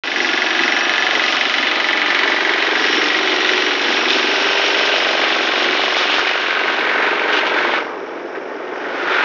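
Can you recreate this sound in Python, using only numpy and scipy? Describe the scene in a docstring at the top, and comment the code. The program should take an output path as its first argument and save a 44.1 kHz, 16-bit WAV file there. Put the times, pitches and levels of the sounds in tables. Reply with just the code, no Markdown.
"""Walking past a reaper in dry wheat.

The microphone is carried along a walk-behind reaper, from engine to cutter bar, passing most parts within
a metre. The single-cylinder diesel fires 23 times a second: knock, piston slap, exhaust puff, intake pop.
Covers ring, chains and guards rattle, and straw hisses over the knife.
Late in the walk stalks brush the microphone, and the sound is muffled for about a second."""
import sys
import numpy as np
from scipy import signal
from scipy.fft import rfft, irfft, next_fast_len
from scipy.io import wavfile
from scipy.ndimage import uniform_filter1d

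SR = 44100
rng = np.random.default_rng(int(sys.argv[2]) if len(sys.argv) > 2 else 0)


def store_wav(level_fs):
    """Save 16-bit WAV to argv[1]."""
    pcm = np.round(np.clip(np.atleast_2d(level_fs), -1, 1) * 32767)
    wavfile.write(sys.argv[1], SR, pcm.T.astype(np.int16))


N = 407484
TIME = np.arange(N) / SR
START_S = .036  # silent until here
WALK_M_PER_S = .3


def gain_of(db):
    """Decibels to amplitude."""
    return 10 ** (np.asarray(db) / 20)


def evened(x):
    """Scales to rms 1."""
    return x / np.sqrt(np.mean(x ** 2) + 1e-20)


def follow(curve):
    """A curve of (seconds, value) points, at every sample."""
    return np.interp(TIME, *np.transpose(curve))


def swell(s, half_length):
    """A smooth rise and fall around s seconds, 1 at the top."""
    return np.exp(-((TIME - s) / half_length) ** 2)


def near(place, distance):
    """Sound falls as 1 / distance while the microphone passes a part; 1 when closest."""
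    return distance / np.hypot(distance, WALK_M_PER_S * TIME - place)


def surge(depth_db, hz):
    """A gain that wanders at random, at rates up to hz, as when the crop feeds unevenly."""
    coarse = TIME[::256]
    wander = sum(np.sin(2 * np.pi * (f * coarse + rng.random())) for f in np.geomspace(hz / 8, hz, 20))
    return gain_of(depth_db * np.interp(TIME, coarse, evened(wander)))


def colour(x, points):
    """Causal filter whose spectrum follows the (Hz, dB) points; rms 1."""
    size = next_fast_len(N + 8192)
    hz, db = np.transpose(points)
    bin_hz = abs(np.fft.fftfreq(size, 1 / SR))
    log_gain = np.log(gain_of(np.interp(np.log(bin_hz + 1), np.log(hz), db)))
    minimum_phase = np.exp(signal.hilbert(log_gain).conj())[:size // 2 + 1]
    return evened(irfft(rfft(x, size) * minimum_phase, size)[:N])


def ring(x, modes):
    """A bank of (Hz, width in Hz, dB) resonances; rms 1."""
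    return evened(sum(gain_of(db) * signal.lfilter(*signal.iirpeak(hz, hz / width, SR), x)
                      for hz, width, db in modes))


def band(x, hz, width):
    """A single resonance; rms 1."""
    return ring(x, [(hz, width, 0)])


def sing(drive, modes):
    """Resonances that each swell and fade along their own stretch of the walk."""
    return sum(gain_of(db) * swell(s, half_length) * band(band(drive, hz, width), hz, 5 * width)
               for hz, width, db, s, half_length in modes)


def grains(per_s, spread_db):
    """Random tiny impacts, mostly weak and a few strong; rms 1."""
    size = gain_of(spread_db * np.minimum(rng.exponential(1, N), 4))
    return evened(size * rng.choice([-1, 1], N) * (rng.random(N) < per_s / SR))


def recurring(cycles, repeat, count=24):
    """Noise of which a share repeats with every engine cycle, its pattern renewed over count cycles."""
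    steps = 1900  # per cycle
    pattern = uniform_filter1d(rng.standard_normal((int(cycles[-1]) + 2, steps)), count, axis=0, mode="wrap")
    locked = evened(pattern[cycles.astype(int), (cycles % 1 * steps).astype(int)])
    return np.sqrt(repeat) * locked + np.sqrt(1 - repeat) * rng.standard_normal(N)


def stroke(cycles, at, rise, decay, uneven_db):
    """The envelope of one uneven burst a cycle; at, rise and decay are shares of the cycle."""
    since = cycles - at + 2
    strength = gain_of(uneven_db * rng.standard_normal(256))[since.astype(int)]
    return strength * (1 - np.exp(-(since % 1) / rise)) * np.exp(-(since % 1) / decay)


def tap(cycles, at, scatter, uneven_db):
    """One sharp impact a cycle; its place in the cycle and its strength vary a little."""
    slip, size = rng.standard_normal((int(cycles[-1]), 2)).T
    place = np.searchsorted(cycles, np.arange(len(slip)) + at + scatter * slip)
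    return np.bincount(place, gain_of(uneven_db * size), N + 1)[:N]


def puffing(cycles):
    """Four gusts of gas a cycle: the valve cracks open, the piston pushes, and the pipe surges twice."""
    # Each row: place in the cycle from 0 to 1, strength in dB.
    puffs = [(.56, 0), (.76, 0), (.97, -4), (.16, -5)]
    return sum(gain_of(db) * stroke(cycles, at, rise=.015, decay=.055, uneven_db=.7) for at, db in puffs)


def lull(cycles):
    """The running gear quietens as the piston slows against compression, just before the knock."""
    return 1 - .33 * np.exp(-((cycles % 1 - .35) / .09) ** 2)


def sweep(cycles):
    """The knife shears on its way out and, more weakly, on its way back."""
    out = stroke(cycles, at=.94, rise=.02, decay=.13, uneven_db=1.8)
    return out + .55 * stroke(cycles, at=.24, rise=.015, decay=.09, uneven_db=1.8)


def brushes():
    """Standing stalks brush past the microphone: each catches suddenly and scrapes off in a dry crackle."""
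    # Each row: start in seconds, decay in seconds, centre in Hz, level in dB.
    stalks = [(5.985, 0.055, 3350, -20), (6.095, 0.097, 3070, -21.5), (6.27, 0.047, 2430, -18),
              (6.84, 0.35, 1880, -24.5), (7.03, 0.052, 1680, -24), (7.326, 0.04, 2770, -19),
              (7.365, 0.058, 2740, -21), (7.465, 0.019, 2970, -19.5), (7.563, 0.056, 1620, -18.5),
              (7.735, 0.028, 1670, -20), (7.866, 0.095, 1060, -26.5), (8.171, 0.033, 1700, -44),
              (8.35, 0.037, 1540, -28)]
    rise_s = .001
    scrape = grains(per_s=1800, spread_db=3) + .5 * rng.standard_normal(N)
    out = np.zeros(N)
    for s, decay, hz, db in stalks:
        since = np.maximum(TIME - s, 0)
        envelope = (1 - np.exp(-since / rise_s)) * np.exp(-(since / decay) ** 2)
        out += gain_of(db) * envelope * band(band(scrape, hz, hz / 2), hz, hz / 2)
    return out


def flicks():
    """Stalks flick the microphone itself, each with a dry tick of a few milliseconds."""
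    # Each row: start in seconds, relative strength in dB.
    stalks = [(6.193, -4), (6.197, -5), (6.681, -15)]
    spectrum = [(30, -13), (300, -13), (1500, 13), (4000, -4), (7500, -14), (9000, -46)]
    push = sum(gain_of(db) * (TIME >= s) * np.exp(-abs(TIME - s) / .0015) for s, db in stalks)
    return .7 * np.std(push) * colour(push * rng.standard_normal(N), spectrum)


def straw(cycles, blows):
    """Dry stalks snap and slide over the knife."""
    # Each row: frequency in Hz, relative level of the hiss in dB.
    spectrum = [(1500, -39), (3200, -4), (4100, -10.5), (4800, -4), (5650, -4.5), (5800, -11.5),
                (6600, -13.5), (7100, -21), (7700, -46)]
    slide = (.75 + .7 * sweep(cycles)) * rng.standard_normal(N)
    crackle = slide + .45 * grains(per_s=1500, spread_db=2.8)
    return colour(crackle * surge(depth_db=1.5, hz=20) + .16 * blows, spectrum)


def knife(cycles):
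    """The knife steel rubs in its guides with a thin, sustained squeal that swells on each sweep."""
    # Each row: pitch and width in Hz, level in dB, middle and half length in seconds.
    squeals = [(5420, 25, -39, .28, .15), (5425, 35, -34, .72, .08), (5680, 50, -38, .7, .8),
               (5430, 30, -41, 1.3, .2), (5520, 110, -31.5, 2.94, .15), (5670, 50, -39.5, 4.0, 1.2),
               (5190, 35, -41, 4.9, 1.2), (5420, 30, -40, 4.4, .8), (5520, 50, -40, 4.0, .9)]
    return sing((1 + .7 * sweep(cycles)) * recurring(cycles, repeat=.5), squeals)


def hums(cycles):
    """The tailpipe and a cover hum on multiples of the firing rate and throb with the gas flow."""
    # Each row: multiple of the firing rate, level in dB, middle and half length in seconds.
    notes = [(16, -28.5, 3.5, .4), (16, -32, 4.3, .6), (16, -37, 6.0, 1.1), (17, -34.5, 3.9, 1.5),
             (28, -38, 6.0, 1.6), (31, -37, 5.6, 1.8), (53, -39.5, 1.4, .6), (53, -37.5, 4.3, 1.5)]
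    throb = 1 + .4 * np.cos(2 * np.pi * (cycles - .85))
    out = np.zeros(N)
    for multiple, db, s, half_length in notes:
        tone = throb * np.sin(2 * np.pi * multiple * cycles) * surge(depth_db=1, hz=5)
        out += gain_of(db) * swell(s, half_length) * evened(tone)
    return out


def frame(cycles, blows):
    """The frame drones under the engine's blows and the churning drive."""
    # Each row: frequency in Hz, relative level of the drone in dB.
    spectrum = [(200, -41), (400, -20), (540, -5), (645, 2), (700, -4), (820, 2), (950, 0.5), (1100, 1),
                (1400, -19), (2500, -42.5)]
    return colour(recurring(cycles, repeat=.42) + .22 * blows, spectrum)


def cutter_table(cycles):
    """The broad cutter table drones as crop is dragged across it; the drone swells briefly at moments."""
    # Each row: resonance and its width in Hz, relative level in dB.
    modes = [(406, 256, 3), (513, 140, -19)]
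    # Each row: time in seconds, rise in dB.
    swells = [(1.17, 10), (3.56, 7), (5.7, 6.5), (7.57, 3), (8.87, 3), (9.07, 3.5), (9.2, 2.5)]
    level = gain_of(sum(db * swell(s, .05) for s, db in swells))
    shaking = (puffing(cycles) + .8) * recurring(cycles, repeat=.22)
    return level * band(ring(shaking, modes), 404, 180)


def chains(cycles, blows):
    """Chain links and tappets rattle, shaken by each firing, and set the sprockets ringing."""
    # Each row: frequency in Hz, relative level of the rattle in dB.
    spectrum = [(900, -34.5), (1800, -19), (2300, -0.5), (2900, 1), (3600, -4.5), (4200, -7.5),
                (5500, -32.5), (7500, -45)]
    # Each row: resonance and its width in Hz, relative level in dB.
    sprockets = [(2560, 91, 7.5), (2990, 220, 0), (3490, 560, 2.5)]
    # Hard rattles of the conveyor chain. Each row: start in seconds, dB over its usual clinking.
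    clanks = [(4.085, 12), (5.389, 8)]
    tappets = stroke(cycles, at=.97, rise=.03, decay=.17, uneven_db=2)
    links = (.93 + .4 * tappets) * recurring(cycles, repeat=.35) + .5 * grains(per_s=700, spread_db=4.5)
    rattle = colour(links * lull(cycles) * surge(depth_db=.8, hz=16) + .55 * blows, spectrum)
    jolts = 1 + sum(gain_of(db) * (TIME >= s) * np.exp(-abs(TIME - s) / .028) for s, db in clanks)
    clinks = band(ring(jolts * grains(per_s=260, spread_db=3), sprockets), 3280, 1500)
    return evened(rattle + .52 * clinks)


def guards(cycles):
    """Knife and conveyor lugs clatter against loose sheet-metal guards, which at moments shake harder."""
    # Each row: resonance and its width in Hz, relative level in dB.
    modes = [(1120, 880, -10.5), (1266, 92, 0), (1472, 410, 1), (1844, 31, -1), (2177, 650, -0.5)]
    # Each row: time in seconds, change of level in dB.
    shakes = [(.66, 3), (6.17, 1), (7.58, 0), (9.19, -0.5)]
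    shake = gain_of(sum(db * swell(s, .05) for s, db in shakes))
    clatter = 3.7 * recurring(cycles, repeat=.23) + grains(per_s=690, spread_db=7)
    uneven = surge(depth_db=.9, hz=18) * lull(cycles)
    return shake * band(ring(uneven * clatter, modes), 1624, 670)


def panels(cycles, blows):
    """Knocks and running gear keep the covers singing; each beams its note at a stretch of the walk."""
    # Each row: pitch and width in Hz, level in dB, middle and half length in seconds.
    notes = [(1225, 18, -36.5, 1.1, 1.2), (1428, 22, -32, .6, .7), (1640, 25, -28, .65, .4),
             (1715, 24, -27, .9, .55), (1775, 20, -30, .65, .4), (1779, 22, -31.5, 2.1, .8),
             (1962, 22, -34, .4, .45), (1950, 40, -30, 2.8, .6), (2219, 22, -31, 2.1, .6),
             (2130, 60, -31, 3.1, .5), (2140, 45, -32, 1.6, .6), (1630, 35, -30, 2.85, .35),
             (1720, 35, -29.5, 2.7, .45), (1860, 35, -31, 2.6, .5), (1635, 55, -29.5, 4.1, .6),
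             (1545, 35, -28.5, 4.9, .8), (2000, 400, -26, 2.35, .4), (745, 35, -33, 1.0, .7),
             (2595, 40, -33, 1.0, .9), (2990, 130, -30, 1.7, .6), (3975, 45, -37.5, 1.8, .9),
             (1548, 32, -27, 7.1, .9), (2260, 60, -33, 5.6, 1.1), (2990, 45, -31.5, 4.9, .6),
             (2530, 90, -31, 4.6, .8), (500, 70, -35, 4.4, 2.2), (1440, 45, -24, 9.1, .25),
             (1570, 55, -21, 9.22, .09), (2150, 300, -22.5, 9.24, .11)]
    thump = evened(tap(cycles, at=.44, scatter=.002, uneven_db=1))
    return sing(.45 * thump + .4 * blows + lull(cycles) * recurring(cycles, repeat=.45), notes)


def piston_slap(cycles):
    """Just after each firing the piston slaps with a short, bright chatter."""
    slap = tap(cycles, at=.518, scatter=.002, uneven_db=1.3)
    chatter = stroke(cycles, at=.5, rise=.015, decay=.11, uneven_db=1) * recurring(cycles, repeat=.6)
    return band(band(.7 * evened(slap) + evened(chatter), 2220, 420), 2100, 1300)


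def tank(cycles):
    """The fuel tank clanks firmly at each firing and buzzes faintly as it rings out."""
    # Each row: resonance and its width in Hz, relative level in dB.
    modes = [(1720, 40, -4), (1975, 46, 0), (2110, 90, -5)]
    blow = tap(cycles, at=.432, scatter=.0015, uneven_db=.6)
    buzz = stroke(cycles, at=.5, rise=.02, decay=.2, uneven_db=.8) * recurring(cycles, repeat=.4)
    return band(ring(evened(blow) + .35 * evened(buzz), modes), 1900, 700)


def intake(cycles):
    """A pressure pop in the air pipe, one crank turn after the firing, with its echo and a gulp of air."""
    pop = tap(cycles, at=.984, scatter=.0015, uneven_db=1)
    echo = .18 * tap(cycles, at=.05, scatter=.004, uneven_db=2)
    gulp = stroke(cycles, at=.98, rise=.01, decay=.07, uneven_db=2) * recurring(cycles, repeat=.7)
    return band(band(evened(pop + echo) + .2 * evened(gulp), 710, 700), 654, 380)


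def exhaust(cycles, pipe_gain, shell_gain):
    """The valve cracks open after the power stroke, and the gusts ring the pipe and the silencer shell."""
    # Each row: frequency in Hz, relative level at the pipe in dB.
    spectrum = [(20, -26.5), (110, -28.5), (160, -41), (210, -14.5), (275, -1.5), (325, 3.5), (380, 5.5),
                (440, 2.5), (520, -1.5), (700, -18.5), (2000, -58)]
    blowdown = tap(cycles, at=.585, scatter=.003, uneven_db=1.5)
    gusts = (puffing(cycles) + .3) * recurring(cycles, repeat=.68, count=14)
    gas = evened(gusts) + .15 * evened(blowdown)
    shell = band(band(gas, 320, 117), 318, 117)
    return pipe_gain * colour(gas, spectrum) + shell_gain * shell


def cylinder_head(cycles):
    """Each firing opens with one hard, even blow that rings the cylinder head briefly."""
    # Each row: resonance and its width in Hz, relative level in dB.
    modes = [(1450, 170, -3), (1750, 130, -1), (2020, 150, 0), (2560, 220, -2), (3050, 300, -3)]
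    blow = tap(cycles, at=.434, scatter=.001, uneven_db=.7)
    return band(ring(blow, modes), 2100, 2600)


def crankcase(blows):
    """Close to the crankcase each knock has a short, compact clang."""
    return band(band(blows, 2070, 380), 1970, 940)


def block(blows):
    """The engine casting rings with each knock."""
    # Each row: resonance and its width in Hz, relative level in dB.
    modes = [(743, 19, -1), (1225, 22, -7), (1422, 60, -8), (1640, 40, -5), (1720, 55, -2),
             (1780, 32, -2.5), (1962, 48, -2), (1960, 430, -4), (2219, 34, -6)]
    return band(ring(blows, modes), 1950, 3000)


def knock(cycles):
    """Combustion hits the block, the piston slaps the liner twice, and the gears rattle on."""
    hits = tap(cycles, at=.445, scatter=.001, uneven_db=.6)
    hits += .6 * tap(cycles, at=.505, scatter=.002, uneven_db=1)
    hits -= .65 * tap(cycles, at=.53, scatter=.002, uneven_db=1)
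    burn = stroke(cycles, at=.437, rise=.004, decay=.05, uneven_db=.9)
    slap = stroke(cycles, at=.505, rise=.008, decay=.075, uneven_db=1.1)
    gears = stroke(cycles, at=.64, rise=.03, decay=.25, uneven_db=1.5)
    envelope = 1.15 * burn + .95 * slap + .33 * gears + .13
    shudder = evened(envelope * recurring(cycles, repeat=.72, count=36))
    return evened(.4 * evened(hits) + .9 * shudder)


def muffled(x):
    """The treble shuts out quickly and returns slowly, as if something covered the microphone."""
    # Each row: frequency in Hz, gain in dB when fully muffled.
    losses = [(250, -3), (430, -2.5), (750, -6), (1250, -13.5), (1900, -16), (3000, -20), (4200, -23),
              (5500, -10), (7000, -16)]
    from_s, close_s, hold_s, open_s = 7.78, .067, .64, .72
    hz, s, spectra = signal.stft(x, SR, nperseg=512, noverlap=384)
    since = np.maximum(s - from_s, 0)
    closing = 1 - np.exp(-since / close_s)
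    opening = np.clip((since - hold_s) / open_s, 0, 1) ** 2
    points_hz, points_db = np.transpose(losses)
    loss_db = np.interp(np.log(hz + 1), np.log(points_hz), points_db)
    spectra *= gain_of(np.outer(loss_db, closing * (1 - opening)))
    return signal.istft(spectra, SR, nperseg=512, noverlap=384)[1][:N]


def scene():
    """One crankshaft times all the parts, and each swells as the microphone passes it."""
    # Each row: time in seconds, firings per second.
    speed = [(0.0, 23.309), (0.41, 23.058), (1.07, 23.288), (1.36, 23.238), (1.61, 23.045), (2.23, 23.136),
             (2.93, 22.974), (3.26, 23.157), (3.88, 22.996), (5.28, 23.513), (5.98, 23.07), (6.31, 23.307),
             (6.56, 23.144), (6.89, 23.287), (7.96, 22.894), (9.24, 23.475)]
    # Each part: place along the walk in metres, closest distance in metres, base level there in dB. The entry
    # "gearbox" is where the piston slap is heard from.
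    parts = {"block": (0.65, 0.79, -25), "head": (.39, .17, -25.3), "tank": (.1, .24, -23),
             "gearbox": (1.95, .26, -27.5), "silencer": (0.15, 1.2, -32.5), "exhaust": (1.05, 0.22, -28),
             "crankcase": (1.02, .13, -28), "chains": (1.66, 1.98, -21.5), "intake": (1.66, .64, -25.8),
             "table": (2.37, 0.52, -26.5), "frame": (4.1, 4.5, -25.5), "guards": (4.35, 0.76, -11)}
    # Silencer boom and intake pop briefly swell or drop. Each row: time in seconds, boom in dB, pop in dB.
    swings = [(.22, 6, -0.5), (.62, 4.5, 0), (1.17, 0.5, 5), (1.62, 3, -23), (1.92, 0, 0.5), (2.26, 3, 4.5),
              (3.0, 5, -11), (3.6, -4, -15), (3.9, 5.5, -1.5), (4.24, 4.5, -3), (4.75, 2, -3.5),
              (5.15, 2, 1), (5.4, 0, -1), (5.7, 4, -2), (6.12, 1, 1), (7.0, 0, 0.5), (7.72, -2, 7.5)]
    # Spells of harder knocking. Each row: middle and half length in seconds, change in dB.
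    hard_spells = [(0.24, 0.41, 0.5), (0.632, 0.12, 0), (1.333, 0.093, 1), (2.199, 0.09, 5),
                   (2.754, 0.63, -0.5), (3.551, 0.12, 3)]
    # Each row: time in seconds, relative level of the straw hiss in dB.
    hiss = [(0.1, -32), (0.7, -33.5), (0.95, -35), (1.3, -31), (1.8, -36.5), (2.7, -35.5), (2.92, -29.5),
            (3.15, -33), (4.75, -30), (5.4, -33), (6.18, -32), (6.26, -37), (6.55, -39.5), (7.2, -47),
            (7.7, -43.5)]
    cycles = np.cumsum(follow(speed)) / SR + .708
    heard = {name: gain_of(db) * near(place, distance) for name, (place, distance, db) in parts.items()}
    boom_gain = gain_of(sum(db * swell(s, .1) for s, db, _ in swings))
    pop_gain = gain_of(sum(db * swell(s, .1) for s, _, db in swings))
    pop_fade = gain_of(-5 * swell(8.4, .75))  # the intake pop fades while the sound is muffled
    hard = gain_of(sum(db * swell(s, half_length) for s, half_length, db in hard_spells))
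    hiss_db = follow(hiss)
    load = gain_of(.51 * (hiss_db - np.median(hiss_db)))  # the chains grow louder with the straw
    blows = knock(cycles)
    felt = blows * hard * near(*parts["block"][:2])  # the knock travels through the whole machine

    mix = exhaust(cycles, heard["exhaust"], heard["silencer"] * boom_gain) + hums(cycles)
    mix += heard["crankcase"] * crankcase(blows)
    mix += heard["table"] * cutter_table(cycles)
    mix += heard["frame"] * frame(cycles, felt)
    mix += heard["intake"] * pop_gain * pop_fade * intake(cycles)
    mix *= gain_of(-3 * swell(6.43, .22))  # the low roar dips briefly
    mix += heard["head"] * cylinder_head(cycles) + heard["tank"] * tank(cycles)
    mix += heard["gearbox"] * piston_slap(cycles)
    mix += heard["block"] * hard * block(blows) + panels(cycles, blows)
    mix += heard["guards"] * guards(cycles)
    mix += heard["chains"] * load * chains(cycles, felt)
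    mix += gain_of(hiss_db + 1.5) * straw(cycles, felt) + knife(cycles)
    mix *= gain_of(-2.5 * swell(3.78, .06))  # the whole sound dips briefly
    fade_in = gain_of(-4.5 * np.exp(-np.maximum(TIME - START_S, 0) / .11))
    return (fade_in * (muffled(mix + flicks()) + brushes()))[None]


def record(dry):
    """A small mono voice-band microphone: peaks are rounded and the treble rolls off."""
    ceiling, roll_off_hz, edge_hz = 1.05, 6700, 7500
    rounded = ceiling * np.tanh(dry / ceiling) * (TIME >= START_S)
    gentle = signal.firwin(41, roll_off_hz, fs=SR)
    steep = signal.firwin(255, edge_hz, window=("kaiser", 9), fs=SR)
    dull = signal.oaconvolve(rounded, gentle[None], "same")
    return signal.oaconvolve(dull, steep[None], "same")


dry = scene()
out = record(dry)
store_wav(out)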